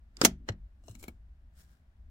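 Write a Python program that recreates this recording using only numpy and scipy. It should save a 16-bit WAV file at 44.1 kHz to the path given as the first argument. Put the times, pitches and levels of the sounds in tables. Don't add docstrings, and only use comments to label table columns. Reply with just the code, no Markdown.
import sys
import numpy as np
from scipy import signal
from scipy.fft import rfft, irfft
from scipy.io import wavfile
from scipy.ndimage import uniform_filter1d

SR = 44100
rng = np.random.default_rng(int(sys.argv[2]) if len(sys.argv) > 2 else 0)


def master_out(mix):
    frames = np.transpose(np.atleast_2d(mix))
    ceiling = np.clip(frames, -1, 1)
    pcm = np.round(ceiling * 32767).astype(np.int16)
    wavfile.write(sys.argv[1], SR, pcm)


N = 92610

BODY_HZ, MID_HZ, TREBLE_HZ, TOP_HZ = 574, 2020, 6800, 12300


def amp(db):
    return 10 ** (np.asarray(db) / 20)


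def evened(x):
    return x / np.sqrt(np.mean(x ** 2) + 1e-20)


def read(points, hz):
    f, value = np.transpose(points)
    return np.interp(np.log(hz + 1), np.log(f + 1), value)


def add(mix, start_s, sound):
    part = mix[:, round(start_s * SR):][:, :sound.shape[-1]]
    part += sound[..., :part.shape[1]]


def noise(size):
    # hz, correlation
    likeness = [(30, 1), (250, .97), (620, 0.64), (1300, -0.18), (2600, -.25), (5000, .15), (16000, .05)]
    hz = np.fft.rfftfreq(size, 1 / SR)
    a, b = rfft(rng.standard_normal((2, size)))
    same = np.clip(read(likeness, hz), -1, 1)
    mid = a * np.sqrt((1 + same) / 2)
    side = b * np.sqrt((1 - same) / 2)
    return hz, np.array([mid + side, mid - side])


def rings(part, hz):
    resonances = {"pawl": [(370, 74, 3), (1390, 510, 11.5), (2700, 190, 1.5), (3580, 110, 13),
                  (4060, 420, 1.5), (4950, 250, 14.5), (5900, 210, 5.5), (6200, 500, -7.5), (7500, 500, 8)],
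                  "sector": [(665.2, 140, 8.5), (913, 70, 7), (1403, 300, 4.5), (2200, 200, 7),
                  (3127, 510, 6), (3240, 58, 5), (4600, 400, -0.5), (5639, 73, 7), (6400, 180, 7),
                  (7992, 360, -1), (12000, 590, 9)], "stop": [(593, 135, 4), (1244, 160, 6.5),
                  (1636, 115, 7.5), (1896, 210, 11.5), (2920, 570, 10), (3880, 160, -12), (4100, 240, 19),
                  (5610, 155, 10.5), (6300, 220, -4), (7520, 210, 14.5)], "cable": [(656, 99, 15),
                  (1190, 110, 14), (2130, 1240, -20), (2850, 370, 20.5), (3316, 415, -10), (4030, 67, 13.5),
                  (4200, 130, 14), (4660, 320, -25.5), (5530, 220, 8.5), (7700, 720, 12), (8580, 405, 6)],
                  "link": [(1282, 74, 11), (1650, 120, 15.5), (1874, 305, -37), (2266, 310, 23),
                  (3180, 250, 5.5), (4150, 240, 11.5), (7450, 800, 9.5), (9600, 900, 4)],
                  "trim": [(1407, 200, 10), (1620, 170, 15), (2600, 250, -15.5), (4375, 230, -4),
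                  (5404, 200, 6.5), (6444, 250, -9)]}
    return sum(db / (1 + (2 * (hz - f) / width) ** 2) for f, width, db in resonances[part])


def strike(z, envelope):
    wave = irfft(z)
    return evened(wave * envelope) * np.sqrt(np.mean(wave ** 2) * np.mean(envelope ** 2))


def rumble():
    # hz, level_db
    spectrum = [(20, -11), (50, -1.5), (72, -3.5), (105, -20.5), (150, -26), (240, -28.5), (330, -37.5),
                (480, -45.5), (620, -38.5), (1050, -44.5), (1700, -43), (2200, -48.5), (4000, -55),
                (8000, -63), (16000, -67.5)]
    # time_s, gain_db
    drift_points = [(0, -56.5), (0.399, -52.5), (.62, -51.5), (.76, -59), (1.1, -51.5), (1.45, -55),
                    (1.65, -59.5), (1.901, -60), (2.05, -49.5)]
    edge_hz, hiss_gain_db = 200, -55
    hz, z = noise(size=N)
    z = z * evened(amp(read(spectrum, hz)))
    low = 1 / (1 + (hz / edge_hz) ** 2)
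    drift = amp(np.interp(np.arange(N) / SR, *np.transpose(drift_points)))
    hiss = amp(hiss_gain_db) * irfft(z * (1 - low), N)
    return drift * irfft(z * low, N) + hiss


def groan(peak_s, half_s, gain_db, centre_hz):
    width_oct = 0.4
    hz, z = noise(size=N)
    band = np.exp(-.5 * (np.log2((hz + 1) / centre_hz) / width_oct) ** 2)
    swell = np.exp(-.5 * ((np.arange(N) / SR - peak_s) / half_s) ** 2)
    return evened(irfft(z * band, N)) * amp(gain_db) * swell


def rub(turn_s, part, rise_s, fall_s, gain_db, body_db):
    # hz, level_db
    spectrum = [(60, -10), (300, 4), (900, -2), (1600, 1.5), (2600, -1.5), (4000, -2), (8000, -3),
                (11000, -8.5), (16000, -7.5)]
    ring_share = .5
    grain_db, grain_s = 2, .003
    hz, z = noise(size=N)
    t = np.arange(N) / SR - turn_s
    colour = evened(amp(read(spectrum, hz) + ring_share * rings(part, hz)))
    balance = amp(read([(BODY_HZ, body_db), (TREBLE_HZ, 0)], hz))
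    grain = evened(uniform_filter1d(rng.standard_normal(N), max(1, round(grain_s * SR))))
    swell = 2 * np.exp(-np.logaddexp(-t / rise_s, t / fall_s))
    return irfft(z * colour * balance, N) * swell * amp(gain_db + grain_db * grain)


def thud(gain_db, push_hz, t60_s):
    # mode_hz, relative_db, t60_s
    modes = [(44, -11.5, .6), (66, -17.5, 0.62), (96.6, -11, .28), (142, -15, .3), (190.5, -7.5, .21),
             (237.4, -7, 0.17), (285, -11, 0.16), (329, -20.5, .19), (369, -20.5, .17), (632, -28.5, .16)]
    pan_gain_db, spread_oct, build_s = -6.5, 2.8, 0.055
    t = np.arange(SR) / SR
    onset = np.minimum(t * push_hz * 2, 1)
    push = np.sin(2 * np.pi * push_hz * t) * amp(-60 * t / t60_s) * onset
    pan = 0
    for f, db, decay_s in modes:
        coupling = 1 / (1 + (np.log2(f / push_hz) / spread_oct) ** 2)
        pan = pan + coupling * amp(db - 60 * t / decay_s) * np.sin(2 * np.pi * f * t)
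    build = 1 - np.exp(-t / build_s)
    return amp(gain_db) * (push + amp(pan_gain_db) * pan * build)


def click(part, gain_db, body_db, treble_db, top_db, t60_s, left_right_db):
    # hz, level_db
    steel = [(40, -24.5), (150, -3), (330, 8), (700, 4.5), (1050, -3.5), (1400, -0.5), (2500, -5),
             (4000, -4.5), (6200, -0.5), (9500, -9), (12000, -14), (16000, -15)]
    # hz, relative_db
    cabin_level = [(150, -12), (500, -21.5), (2000, -21), (6000, -29.5), (14000, -26.5)]
    # hz, t60_s
    cabin_decay = [(150, .27), (500, .16), (2000, .17), (6000, .135), (14000, .11)]
    attack_s, body_attack_s = .0005, .001
    body_ring = 1.3
    crack_gain, crack_s = 0.63, .0007
    tail_ring = .4

    hz, z = noise(size=16384)
    t = np.arange(2 * (len(hz) - 1)) / SR
    balance = [(BODY_HZ, body_db), (MID_HZ, 0), (TREBLE_HZ, treble_db), (TOP_HZ, top_db)]
    z = z * amp(read(balance, hz))
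    near = z * evened(amp(read(steel, hz) + rings(part, hz)))
    far = z * evened(amp(read(steel, hz) + tail_ring * rings(part, hz)))

    centres = np.geomspace(125, 16000, 8)
    out = 0
    for f, share in zip(centres, np.eye(len(centres))):
        band = read(np.c_[centres, share], hz)
        heavy = 1 / (1 + (f / BODY_HZ) ** 2)
        rise = np.minimum(t / (attack_s + body_attack_s * heavy), 1)
        ring = amp(-60 * t / (t60_s * (1 + (body_ring - 1) * heavy)))
        crack = 1 + crack_gain * (1 - heavy) * np.exp(-t / crack_s)
        tail = amp(read(cabin_level, f) - 60 * t / read(cabin_decay, f))
        direct = strike(near * band, rise * ring * crack)
        reverberant = strike(far * band, rise * (1 - ring) * tail)
        out = out + direct + reverberant
    return out * amp(gain_db + np.array([[left_right_db], [-left_right_db]]) / 2)


def scene():
    # peak_s, half_s (standard deviation), gain_db, centre_hz
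    groans = [(0.18, 0.0057, -58, 310), (0.433, 0.033, -61, 240), (0.96, 0.093, -63, 231),
              (1.657, 0.15, -70.5, 142.4), (0.62, 0.034, -47, 59)]
    # turn_s (from rise to fall), part, rise_s, fall_s, gain_db, body_db
    rubs = [(0.216, "pawl", 0.021, 0.005, -64.5, 11.5), (0.251, "sector", .009, .003, -29, -1),
            (0.489, "stop", 0.0072, 0.0051, -62.5, 16), (0.907, "cable", 0.023, 0.014, -61.5, -3),
            (.948, "cable", 0.005, .015, -65.5, 3.5), (0.997, "link", 0.0045, .012, -56, -42),
            (1.032, "link", 0.026, 0.037, -66, 4.5), (1.598, "trim", 0.018, 0.027, -61.5, -6.5),
            (1.71, "trim", 0.034, 0.041, -74, 1)]
    # start_s, gain_db, push_hz, t60_s
    thuds = [(.2148, -26, 380, 0.019), (0.2355, -12, 300, 0.025), (0.2441, -22, 260, 0.06),
             (0.252, -11.5, 235, 0.028), (0.2784, -27.5, 230, 0.058), (0.4919, -25.5, 420, 0.016),
             (0.4974, -22, 103.2, 0.092), (0.896, -38.5, 108, 0.16), (.953, -48, 229, 0.11),
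             (1.082, -33.5, 230, 0.036)]
    # start_s, part, gain_db, body_db, treble_db, top_db, t60_s (treble ring), left_right_db
    clicks = [(.1688, "pawl", -39.5, -33.5, 1.5, -4, 0.015, -6.5),
              (0.2145, "pawl", -15, 3, 1.5, -5, 0.027, -3), (.249, "sector", -8.5, -5, 4.5, 5, 0.042, -2),
              (.4876, "stop", -23.5, 0, -11.5, -20.5, 0.036, -1.5),
              (.5205, "stop", -54, -16, -5.5, -24, 0.044, 2),
              (.838, "cable", -63.5, 1.5, -3, -12, 0.063, 1),
              (.882, "cable", -45, 5, -2.5, -14, 0.028, 3.5), (.912, "cable", -57, -8, 6, -9, 0.018, 7),
              (0.9518, "link", -47, -7.5, -1, 4, 0.014, 7.5),
              (1.0275, "link", -52.5, 6, 2.5, 14, 0.072, 3.5),
              (1.0392, "link", -41, 3, -8.5, 7, 0.027, 0.5),
              (1.0809, "link", -38.5, 3, -10.5, 5.5, 0.038, 0)]
    mix = rumble()
    for row in groans:
        mix += groan(*row)
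    for row in rubs:
        mix += rub(*row)
    for start_s, *row in thuds:
        add(mix, start_s, thud(*row))
    for start_s, *row in clicks:
        add(mix, start_s, click(*row))
    return mix


def record(dry):
    # hz, left_right_db
    mic_balance = [(200, 1), (380, 3), (700, 0.5), (1290, 2), (2400, 3), (4400, 1.5), (7500, 0.5),
                   (11000, 5.5)]
    ceiling, edge_hz = .88, 16100
    tilt = read(mic_balance, np.fft.rfftfreq(2 * N, 1 / SR)) / 2
    heard = irfft(rfft(dry, 2 * N) * amp([tilt, -tilt]))[:, :N]
    clipped = np.clip(heard, -ceiling, ceiling)
    low_pass = signal.firwin(255, edge_hz, window=("kaiser", 8), fs=SR)
    return signal.oaconvolve(clipped, low_pass[None], "same")


dry = scene()
out = record(dry)
master_out(out)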